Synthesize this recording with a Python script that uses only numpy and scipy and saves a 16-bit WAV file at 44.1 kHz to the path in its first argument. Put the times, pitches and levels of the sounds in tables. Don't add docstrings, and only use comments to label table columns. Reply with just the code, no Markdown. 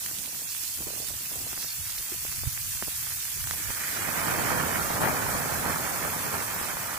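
import sys
import numpy as np
from scipy import signal
from scipy.fft import rfft, irfft, dct, next_fast_len
from scipy.io import wavfile
from scipy.ndimage import uniform_filter1d

SR = 44100
rng = np.random.default_rng(int(sys.argv[2]) if len(sys.argv) > 2 else 0)


def dump(signal):
    limited = np.clip(np.atleast_2d(signal).T, -1, 1)
    pcm = np.round(limited * 32767).astype(np.int16)
    wavfile.write(sys.argv[1], SR, pcm)


def makeup_ratio(level_db):
    decades = np.asarray(level_db, float) / 20
    return 10 ** decades


N = 307811

# (time [s], level [dB])
FRYING_HEAT = [(0.0, -34.5), (0.25, -37), (0.47, -36.5), (0.62, -34.5), (0.87, -36.5), (1.59, -36),
               (2.21, -35), (3.71, -34.5), (4.33, -33.5), (6.65, -35.5), (6.98, -37.5)]
# (time [s], peak [dB], left-right [dB])
FAT_SPITS = [(0.0391, -18, -14), (0.0625, -13, -16), (0.1766, -27, 5), (0.1867, -14, -15),
             (0.2407, -19, -16), (0.2595, -17.5, -15), (0.518, -13.5, -6), (0.5492, -15.5, -20),
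             (0.5668, -15, -17), (0.636, -12.5, -14), (0.6514, -17, -17), (0.6782, -13.5, -15),
             (0.7415, -26, 3), (0.7462, -21, 1), (0.7527, -25, -7), (0.7742, -19, 0), (0.8829, -21, -7),
             (0.9474, -25, -14), (0.9985, -23, -14), (1.0698, -20, -18), (1.0772, -15, -14),
             (1.0862, -12, -17), (1.1005, -21, -14), (1.1198, -20, -14), (1.1373, -18.5, -14),
             (1.1889, -17.5, -11), (1.2112, -23, -11), (1.2192, -22, -11), (1.2595, -15, -14),
             (1.33, -15, -12), (1.3575, -15.5, -15), (1.4771, -20, -13), (1.5315, -21, -6),
             (1.6917, -20, 4), (1.7188, -21, -8), (1.7288, -21.5, 0), (1.8663, -19, -3), (1.9036, -18, -16),
             (1.9232, -14, -13), (1.9812, -18, -9), (2.0272, -20, -5), (2.0854, -18, 10), (2.1095, -25, -3),
             (2.2799, -21, -7), (2.3241, -18, 1), (2.3605, -18, 0), (2.3715, -18, -14), (2.4283, -23, 12),
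             (2.4424, -20, 5), (2.6026, -24, -4), (2.7921, -25, 1), (3.0619, -17, -7), (3.1125, -16, -14),
             (3.2052, -17.5, -18), (3.2263, -19, -14), (3.2547, -15, -11), (3.4189, -18, -12),
             (3.4716, -18, -13), (3.5107, -12, -4), (3.8431, -28, 2)]
# (time [s], length [s], rms level [dB], pitch [Hz], left-right [dB])
JUICE_POCKETS = [
    (0.513, 0.023, -37.5, 4870, -2),
    (1.508, 0.015, -39, 5860, -13),
    (1.622, 0.071, -36.5, 5100, -6),
    (1.687, .006, -36, 4700, -4),
    (1.709, 0.056, -39.5, 4660, -3),
    (1.904, 0.006, -32, 4600, -17),
    (1.986, 0.0044, -32.5, 4600, -4),
    (3.511, .0012, -33, 3100, -6),
    (3.5, .12, -43, 6400, -5),
    (4.93, .08, -45.5, 3780, -3.5),
]
# (time [s], level [dB])
FUEL_BURNING = [
    (3.5, -39.5),
    (3.8, -41),
    (4.05, -36.5),
    (4.3, -32.5),
    (4.5, -31.5),
    (4.95, -34.5),
    (5.25, -34),
    (6.1, -37),
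    (6.98, -41.5),
]
# (time [s], length [s], rise [dB])
VAPOUR_PUFFS = [
    (3.704, .012, 4.5),
    (4.022, 0.011, 3),
    (4.087, 0.0079, 2.5),
    (4.175, 0.016, 2),
    (5.054, 0.074, 4.5),
    (5.684, 0.06, 2.5),
    (6.043, 0.022, 2.5),
    (6.348, 0.026, 3.5),
]
# (time [s], peak [dB], left-right [dB], pitch [Hz])
AIR_FLAPS = [(1.8014, -42, 18, 457), (1.9985, -40, -7, 330), (2.0105, -44, -5, 370), (2.1166, -39, -8, 312),
             (2.1434, -38, -3, 320), (2.1618, -44, -2, 260), (2.2646, -45, 14, 200),
             (2.4679, -47, -15, 170), (2.8419, -46, 3, 240), (3.0223, -44.5, 3, 300), (3.1823, -47, 4, 280),
             (3.7861, -38, -15, 370), (3.8501, -45, 2, 350), (3.8864, -33, -18, 440),
             (3.9177, -37, -2, 380), (3.9306, -31, -3, 400), (3.9859, -33, 4, 320), (3.9937, -27, 1, 490),
             (5.0343, -16, 16, 540), (5.0515, -20, 11, 490), (5.0654, -20, 0, 320), (5.0856, -23, 14, 360),
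             (5.1168, -29, 9, 400), (5.3464, -22, 13, 290), (5.3547, -19, 15, 368), (5.4598, -21, -7, 510),
             (5.7839, -27, 14, 380), (6.1641, -26, -1, 280), (6.2458, -28, 4, 393), (6.3789, -32, 5, 278),
             (6.3935, -27, -9, 410), (6.4119, -27.5, -1, 530), (6.5638, -27, 6, 330),
             (6.5925, -34, -6, 390), (6.7079, -33, -10, 370), (6.7355, -30, 11, 380)]
# (time [s], peak [dB], left-right [dB], pitch [Hz], signed push [ratio])
TWIG_POPS = [(0.062, -14, -23, 1930, -0.089), (0.113, -21.5, -9, 1620, 0.28),
             (1.5308, -19.5, -10, 1270, -0.44), (1.5773, -19, -6, 1570, -0.46),
             (1.628, -15, -4, 2600, -0.065), (1.646, -24, -3, 1300, 0.8), (1.8965, -24, -11, 1600, -0.058),
             (1.9802, -18, -11, 2220, -0.2), (2.2511, -21, 16, 1010, 1.92), (2.3176, -18, -6, 2040, -0.12),
             (2.3912, -21, -12, 1870, -0.076), (2.436, -20.5, -31, 920, 1), (2.572, -26, -4, 1900, -0.38),
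             (2.5768, -15, -10, 1840, 0.055), (2.8248, -11, -2.5, 1470, 0.66),
             (2.876, -24.5, -21, 1180, 1.69), (2.8826, -20.5, -27, 810, 1.6),
             (3.0683, -20, -6, 1480, -0.15), (3.106, -26, 2, 1890, -0.52), (3.1206, -17.5, -10, 1910, 0.1),
             (3.4416, -24, -3, 1600, -0.019), (3.4737, -16.5, -3, 1520, 0.12),
             (3.537, -22.5, -4, 1000, 0.34), (3.5105, -9.5, -4, 1550, -0.19),
             (3.705, -17.5, -3, 1180, 0.54)]
# (time [s], peak [dB], left-right [dB], pitch [Hz], signed push [ratio])
STICK_POPS = [(4.0903, -12.5, -18, 1270, 1.1), (4.2855, -22, 6, 940, 0.95), (4.908, -13, 16, 1180, 1.4),
              (5.0173, -7, 21, 970, 0.21), (5.663, -8, -11, 950, 0.67), (5.6986, -13, -16, 970, 1.5),
              (6.3424, -15, 4, 1090, -0.68), (6.413, -19, -13, 1210, -0.58), (6.6138, -15.5, 3, 1020, 0.84),
              (6.7706, -11, -8, 1140, -0.066), (6.9306, -15, -9, 1270, -0.11)]
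# (time [s], peak [dB], left-right [dB], pitch [Hz])
BARK_TICKS = [(0.0862, -29, -9, 1710), (0.3473, -31, -12, 1560), (0.3538, -41, 0, 1930),
              (0.3635, -34, -14, 2100), (0.5492, -29, -10, 1520), (0.6457, -31, -13, 2000),
              (0.8069, -40, 4, 1410), (0.8261, -37, 4, 1670), (0.8728, -40, 4, 1430),
              (0.9026, -40, -6, 1350), (0.9751, -41, -8, 1330), (1.0454, -37, -14, 2000),
              (1.1203, -45, -1, 1560), (1.1373, -38, -16, 1720), (1.3188, -37, -2, 2070),
              (1.5034, -33, -9, 1980), (1.5383, -33, -9, 2080), (1.7183, -38, -6, 2420),
              (1.8665, -34, -11, 1860), (2.0267, -34, 1, 2130), (2.0398, -35, -14, 2010),
              (2.0638, -34, -3, 2330), (2.1202, -27, -13, 1710), (2.2298, -31, -8, 2240),
              (2.2659, -24, -9, 2240), (2.3263, -27, -10, 1460), (2.4551, -32, -4, 1760),
              (2.7709, -30, -14, 1660), (2.8477, -33, 4, 1900), (2.9207, -32, -6, 2090),
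              (2.9506, -35, -12, 1800), (3.2314, -31, -6, 1920), (3.2548, -30, 7, 1690),
              (3.2811, -28, -7, 1880), (3.4413, -32, -3, 1590), (3.4832, -35, -3, 1510),
              (3.4998, -30, -1, 1630), (5.3387, -23, 7, 1340), (5.6985, -22, -14, 1430),
              (5.7338, -21, -14, 1360)]
# (time [s], peak [dB], left-right [dB], pitch [Hz])
HOLLOW_KNOCKS = [
    (1.022, -45, -3, 620),
    (1.05, -53, 1, 443),
    (2.119, -36.5, -2, 347),
    (3.368, -51, 0, 400),
    (3.6, -46, 0, 320),
]
# (time [s], length [s], level [dB])
FINGER_SHIFTS = [
    (.2, 0.26, -54),
    (.88, 0.096, -51),
    (1.058, 0.1, -52),
    (1.233, .03, -58),
    (1.4, 0.092, -50),
    (1.566, 0.11, -54.5),
    (2.093, 0.054, -57.5),
    (3.53, 0.081, -54.5),
]
# (time [s], peak [dB], left-right [dB], pitch [Hz])
CASING_CREAKS = [(0.1134, -41, -1, 340), (0.2776, -39, -5, 550), (0.2933, -44, -4, 490),
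                 (0.4214, -40, -1, 310), (0.7905, -40, -8, 367), (0.8057, -32.5, -1, 330),
                 (0.826, -40, 7, 460), (0.871, -29, -4, 387), (0.8873, -36, -3, 567), (0.905, -30, 8, 476),
                 (0.9354, -34, -2, 478), (0.9612, -35, 14, 430), (0.9754, -35, -12, 640),
                 (1.003, -34, -1, 590), (1.028, -41, -6, 540), (1.104, -34.5, 2, 577),
                 (1.139, -42, -1, 410), (1.3182, -35.5, 1, 360), (1.3307, -41, -10, 500),
                 (1.357, -35.5, 3, 300), (1.4155, -37, -2, 430), (1.47, -41, -3, 370),
                 (2.122, -39, -1, 520), (1.21, -48, 0, 380), (.8116, -35, -1, 296), (.88, -35, -3, 350),
                 (1.112, -38, -4, 500), (.636, -43, -7, 402), (1.5345, -37, -2, 350),
                 (2.8317, -35, -1, 347)]
# (time [s], length [s], left-right [dB])
HAND_TURNS = [
    (0.228, 0.067, -4),
    (0.614, 0.21, -2),
    (0.806, 0.099, 1),
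    (1.02, 0.11, -4.5),
    (5.072, 0.067, 3.5),
    (6.836, 0.059, 2),
]
# (time [s], length [s], level [dB], left-right [dB])
WIND_GUSTS = [(.1, 0.17, -62, 1), (0.85, 0.06, -50, 0), (1.08, 0.069, -49, 0), (1.38, 0.068, -51, 1),
              (1.557, 0.044, -56, 3), (1.827, 0.044, -50, -7), (1.993, .04, -58, 22),
              (2.277, .1, -51.5, 12), (2.395, 0.028, -51, -18), (2.433, 0.018, -41, 7),
              (2.471, 0.012, -40, -20), (2.65, 0.14, -47.5, -2), (2.9, 0.16, -51, 0),
              (3.098, 0.055, -49.5, 3), (3.452, 0.081, -43.5, -7.5), (3.69, 0.04, -46, -12.5),
              (4.55, 0.1, -47, -6), (5.3, 0.2, -45, -5)]

# (frequency [Hz], density [dB per Hz])
FIZZ_SPECTRUM = [(2500, -5.5), (3300, -8), (4500, -3.5), (6000, -2.5), (8000, -0.5), (11000, 0), (15500, 1)]
# (frequency [Hz], density [dB per Hz])
SIMMER_SPECTRUM = [(220, -22), (400, -22), (600, -17), (1000, -4), (1500, -1), (2200, 1), (3200, -8.5),
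                   (4500, -34.5)]
# (frequency [Hz], density [dB per Hz])
FLAME_SPECTRUM = [(400, -14), (700, -2), (1200, 1), (1800, -3), (2300, -9), (2700, -15.5), (3200, -20),
                  (4000, -29.5)]
# (frequency [Hz], density [dB per Hz])
ROAR_SPECTRUM = [(60, -12), (130, 2), (220, -1), (330, -4), (550, -4), (900, -7.5)]
# (frequency [Hz], density [dB per Hz])
RUB_SPECTRUM = [(80, -29), (150, 4), (300, -1.5), (550, -7), (900, -3.5), (1400, -19)]
# (frequency [Hz], density [dB per Hz])
BUFFET_SPECTRUM = [(20, -8), (40, -6.5), (70, 1), (110, 1), (170, -10.5), (260, -58)]

# (frequency [Hz], left-right [dB])
PORT_SHADE = [(60, 0.5), (120, -1.5), (240, -2.5), (480, -0.5), (950, -5.5), (1890, -5.5), (3770, -4),
              (7520, -8), (15000, 3.5)]
# (frequency [Hz], correlation [ratio])
PORT_LIKENESS = [(60, .6), (130, .5), (300, .1), (650, .34), (1030, .58), (1700, .36), (2600, .33),
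                 (3400, .06), (15000, .05)]
# (frequency [Hz], phase the left port trails [rad])
LEFT_PORT_LAG = [(0, 0), (500, .9), (1000, 1.5), (1400, 1.5), (1800, .7), (2600, 1.2), (3400, .2),
                 (5500, 1.5), (8000, 0)]
# (frequency [Hz], left or sum step [dB], right or difference
# step [dB])
PATCH_STEP = [(1200, -120, -120), (1700, -18, -18), (2300, -7, -7), (2800, 1, 0), (3400, 5.5, 3),
              (4500, 4.5, 1.5), (7000, 4.5, -4), (8500, -1, -3), (10000, .2, .2), (15500, -.3, -.3)]

FULL_FLAME_DB = -32


def frying():
    return fizz() + simmer() + spits() + seething()


def fizz():
    heat_db, = in_time(FRYING_HEAT)
    bubbles = texture(FIZZ_SPECTRUM, per_s=10500, spread_db=0.7, throb_hz=11.5,
                      shared_db=0.1, own_db=0.32, alike_plus=0.01)
    return makeup_ratio(heat_db + 1.0) * sides(sway_db() + 0.19) * bubbles


def simmer():
    heat_db, = in_time(FRYING_HEAT)
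    start_db, rise_db_per_s, top_db, follows_heat = -52.5, 1.5, -43, 0.18
    juice_db = np.minimum(start_db + rise_db_per_s * np.arange(N) / SR, top_db)
    juice_db = juice_db + follows_heat * (heat_db - heat_db.mean())
    bubbles = texture(SIMMER_SPECTRUM, per_s=2500, spread_db=1.5, throb_hz=28.0,
                      shared_db=0.6, own_db=0.7, alike_plus=0.058)
    return makeup_ratio(juice_db) * bubbles


def spits():
    out, t = np.zeros((2, N)), np.arange(256) / SR
    rise_s, decay_s = 0.000067, 0.0008
    envelope = np.minimum(t / rise_s, 1) * np.exp(-t / decay_s)
    bright = signal.butter(2, [2200, 12500], "band", fs=SR, output="sos")
    for s, peak_db, pan_db in FAT_SPITS:
        burst = signal.sosfilt(bright, rng.standard_normal(len(t)) * envelope)
        add(out, s, peak_db - 2.0, pan_db, burst / abs(burst).max(), lead=abs(burst).argmax())
    return out


def seething():
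    out, t = np.zeros((2, N)), np.arange(-6000, 6000) / SR
    for s, length, level_db, hz, pan_db in JUICE_POCKETS:
        crackle = rng.standard_normal(len(t)) * rng.exponential(1, len(t)) ** 1.6
        around = signal.butter(2, [hz * 0.86, hz * 1.22], "band", fs=SR, output="sos")
        swell = np.exp(-(t / length) ** 2)
        add(out, s, level_db, pan_db, rms_one(signal.sosfilt(around, crackle)) * swell, lead=6000)
    return out


def flare():
    since_s = np.maximum(np.arange(N) / SR - 3.5, 0)
    pan_db = -2.5 * np.exp(-since_s / 0.72) + 2.1 * sway_db() + 0.06
    full = ramp(3.48, 0.83)
    return ramp(3.45, 0.35) * sides(pan_db) * (flame(full) + roar(full))


def flame(full):
    blow = texture(FLAME_SPECTRUM, per_s=2500, spread_db=-1.0, throb_hz=46.0,
                   shared_db=-0.84, own_db=-0.86, alike_plus=0.063)
    hiss = signal.sosfilt(signal.butter(2, 1800, "high", fs=SR, output="sos"), blow)
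    catch_s, catch_db, fade_s = 3.95, 4.0, 0.5
    catching = makeup_ratio(catch_db) * np.exp(-np.maximum(np.arange(N) / SR - catch_s, 0) / fade_s)
    return makeup_ratio(flame_level_db() + 1.48) * (full * blow + catching * hiss)


def roar(full):
    full_db, per_flame_db, lag_s = -34.5, 1.45, 0.06
    level_db = full_db + per_flame_db * (flame_level_db(lag_s) - FULL_FLAME_DB)
    lumps = texture(ROAR_SPECTRUM, per_s=700, spread_db=1.5, throb_hz=17.0,
                    shared_db=0.1, own_db=0.5, alike_plus=0.01)
    return makeup_ratio(level_db) * np.sqrt(full + 0.075) * lumps


def flame_level_db(lag_s=0):
    s, db = np.transpose(FUEL_BURNING)
    burning_db = np.interp(np.arange(N) / SR - lag_s, s, db)
    return burning_db + swells(VAPOUR_PUFFS, np.array(VAPOUR_PUFFS)[:, 2])


def flaps():
    return thuds(AIR_FLAPS, trim_db=-3.0, decay_s=0.0017)


def twigs():
    out, t = np.zeros((2, N)), np.arange(-64, 192) / SR
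    ticks = [(s, peak_db + 7.5, pan_db, hz, 0.091 * (-1) ** k)
             for k, (s, peak_db, pan_db, hz) in enumerate(BARK_TICKS)]
    for s, peak_db, pan_db, hz, push in TWIG_POPS + STICK_POPS + ticks:
        cycles = t * hz
        ring = np.cos(2 * np.pi * cycles) * np.exp(-(cycles / np.where(t < 0, 0.55, 0.8)) ** 2)
        shove = np.exp(-(cycles / 0.25) ** 2)
        share = np.clip(0.7 * abs(push), 0, 1)
        burst = np.sign(push) * ((1 - share) * ring + 2.0 * share * shove)
        add(out, s, peak_db - 6.5, pan_db, burst, lead=64)
    return out


def bloops():
    out, t = np.zeros((2, N)), np.arange(4096) / SR
    rise_s, decay_s = 0.002, 0.0096
    envelope = (1 - np.exp(-t / rise_s)) * np.exp(-t / decay_s)
    for s, peak_db, pan_db, hz in HOLLOW_KNOCKS:
        note = np.sin(2 * np.pi * hz * t) * envelope
        add(out, s, peak_db, pan_db, note / note.max(), lead=0)
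    return out


def fingers():
    still_db = -61
    shifts = swells(FINGER_SHIFTS, makeup_ratio(2 * np.array(FINGER_SHIFTS)[:, 2]), order=6)
    rub = texture(RUB_SPECTRUM, per_s=560, spread_db=1.0, throb_hz=18.0,
                  shared_db=0.46, own_db=1.9, alike_plus=0.52)
    creaks = thuds(CASING_CREAKS, trim_db=-0.4, decay_s=0.00175)
    return np.sqrt(makeup_ratio(2 * still_db) + shifts) * rub + creaks


def draught():
    calm_db, freshen_db_per_s, suction_db, suction_per_flame_db = -57.5, 0.5, -47.5, 0.86
    steady_db = calm_db + freshen_db_per_s * np.minimum(np.arange(N) / SR, 3.0)
    sucked_db = suction_db + suction_per_flame_db * (flame_level_db() - FULL_FLAME_DB)
    gust_gains = np.array([makeup_ratio(db) * sides(pan_db) for s, length, db, pan_db in WIND_GUSTS]).T
    power = makeup_ratio(2 * steady_db) + ramp(3.7, 0.22) * makeup_ratio(2 * sucked_db) + swells(WIND_GUSTS, gust_gains ** 2)
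    lumps = texture(BUFFET_SPECTRUM, per_s=300, spread_db=2.5, throb_hz=15.0,
                    shared_db=0.56, own_db=1.46, alike_plus=-0.3)
    return np.sqrt(power) * lumps


def sway_db():
    return swells(HAND_TURNS, np.array(HAND_TURNS)[:, 2])


def thuds(rows, trim_db, decay_s):
    out, t = np.zeros((2, N)), np.arange(1024) / SR
    for s, peak_db, pan_db, hz in rows:
        body = signal.butter(1, [hz * 0.4, hz * 1.5], "band", fs=SR, output="sos")
        blow = rng.standard_normal(len(t)) * t * np.exp(-t / decay_s)
        thud = signal.sosfilt(body, signal.sosfilt(body, blow))
        add(out, s, peak_db + trim_db, pan_db, thud / abs(thud).max(), lead=abs(thud).argmax())
    return out


def texture(spectrum, per_s, spread_db, throb_hz, shared_db, own_db, alike_plus):
    out, together = 0, drift(throb_hz) + 1.2 * drift(throb_hz / 5)
    trains = [grains(per_s, spread_db) for turn in range(2)]
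    lowest, highest = spectrum[0][0], spectrum[-1][0]
    bands = round(2.6 * np.log2(highest / lowest))
    edges = np.geomspace(lowest, highest * 1.03, bands + 1)
    for k, (low, high) in enumerate(zip(edges, edges[1:])):
        band = signal.butter(2, [low, high], "band", fs=SR, output="sos")
        mid, side = signal.sosfilt(band, trains[k % 2])
        hz = np.sqrt(low * high)
        alike = np.clip(at_hz(PORT_LIKENESS, hz) + alike_plus, 0, 1)
        gain = makeup_ratio(at_hz(spectrum, hz) + shared_db * together + own_db * drift(throb_hz))
        gain = np.interp(np.arange(N) / 20, np.arange(len(gain)), gain)
        pair = np.sqrt(1 + alike) * mid + np.sqrt(1 - alike) * side * [[1], [-1]]
        out = out + gain * pair * sides(at_hz(PORT_SHADE, hz))[:, None]
    return out / np.sqrt(np.mean(out.mean(axis=0) ** 2))


def grains(per_s, spread_db):
    out, count = np.zeros(2 * N), round(2 * N * per_s / SR)
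    at = rng.integers(0, 2 * N, count)
    size_db = spread_db * np.minimum(rng.exponential(1, count), 4)
    out[at] = makeup_ratio(size_db) * rng.standard_normal(count)
    return rms_one(out.reshape(2, N))


def drift(rate_hz):
    r = np.exp(-40 * np.pi * rate_hz / SR)
    noise = rng.standard_normal(N // 20 + 3002)
    return rms_one(signal.lfilter([1], [1, -2 * r, r * r], noise)[3000:])


def swells(rows, heights, order=2):
    t = np.arange(0, N + 32, 32) / SR
    bells = np.array([np.exp(-((t - row[0]) / row[1]) ** order) for row in rows])
    return np.repeat(heights @ bells, 32, axis=-1)[..., :N]


def ramp(start_s, length_s):
    return np.clip((np.arange(N) / SR - start_s) / length_s, 0, 1)


def add(out, s, peak_db, pan_db, shape, lead):
    at = round(s * SR) - lead
    gains = sides(pan_db) * makeup_ratio(peak_db - abs(pan_db) / 2)
    out[:, at:at + len(shape)] += gains[:, None] * shape


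def sides(pan_db):
    return makeup_ratio(np.array([pan_db / 2, -pan_db / 2]))


def rms_one(x):
    return x / np.sqrt(np.mean(x ** 2) + 1e-20)


def in_time(rows):
    s, *columns = np.transpose(rows)
    return [np.interp(np.arange(N) / SR, s, c) for c in columns]


def at_hz(points, hz):
    table_hz, value = np.transpose(points)
    return np.interp(np.log(hz), np.log(table_hz), value)


def scene():
    return frying() + flare() + flaps() + twigs() + bloops() + fingers() + draught()


def round_casing(x):
    size = next_fast_len(N + 512)
    lag = np.interp(np.arange(size // 2 + 1) * SR / size, *np.transpose(LEFT_PORT_LAG))
    left = irfft(rfft(x[0], size) * np.exp(-1j * lag), size)[:N]
    return np.array([left, x[1]])


def gate(x):
    hop, start, gate_db = 1024, 910, -0.7
    window = np.sin(np.pi * (np.arange(2 * hop) + 0.5) / (2 * hop))
    padded = np.pad(x, [(0, 0), (2 * hop - start, 3 * hop)])
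    blocks = padded[:, :(N // hop + 4) * hop].reshape(2, -1, hop)
    lapped = np.concatenate([blocks[:, :-1], blocks[:, 1:]], axis=2) * window
    a, b, c, d = np.split(lapped, 4, axis=2)
    folded = np.concatenate([-c[..., ::-1] - d, a - b[..., ::-1]], axis=2)
    hz = (np.arange(hop) + 0.5) * SR / 2 / hop
    z = sum_difference(dct(folded, type=4, norm="ortho"), hz)
    step_db = np.array([at_hz(np.array(PATCH_STEP)[:, [0, port]], hz) for port in (1, 2)])[:, None]
    patch = uniform_filter1d(uniform_filter1d(z ** 2, size=9, axis=2), size=3, axis=1)
    local = uniform_filter1d(uniform_filter1d(z ** 2, size=30, axis=2), size=5, axis=1) + 1e-20
    kept = patch > local * makeup_ratio(2 * gate_db + 0.3 * step_db)
    step = np.sqrt(abs(local)) * makeup_ratio(step_db)
    rounded = np.floor(abs(z / step) ** 0.75 + 0.4) ** (4 / 3) * step
    z = sum_difference(kept * np.sign(z) * rounded, hz)
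    u, v = np.split(dct(z, type=4, norm="ortho"), 2, axis=2)
    frames = np.concatenate([v, -v[..., ::-1], -u[..., ::-1], -u], axis=2) * window
    out = frames[:, 1:, :hop] + frames[:, :-1, hop:]
    return out.reshape(2, -1)[:, hop - start:][:, :N]


def sum_difference(z, hz):
    return np.where(hz > 8800, np.array([z[0] + z[1], z[0] - z[1]]) / np.sqrt(2), z)


def roll_off(x):
    return signal.sosfilt(signal.butter(12, 16840, fs=SR, output="sos"), x)


def record(dry):
    top_cut = signal.ellip(12, 0.3, 75, 15520, fs=SR, output="sos")
    mix = gate(signal.sosfilt(top_cut, round_casing(dry)))
    return roll_off(mix)


dry = scene()
out = record(dry)
dump(out)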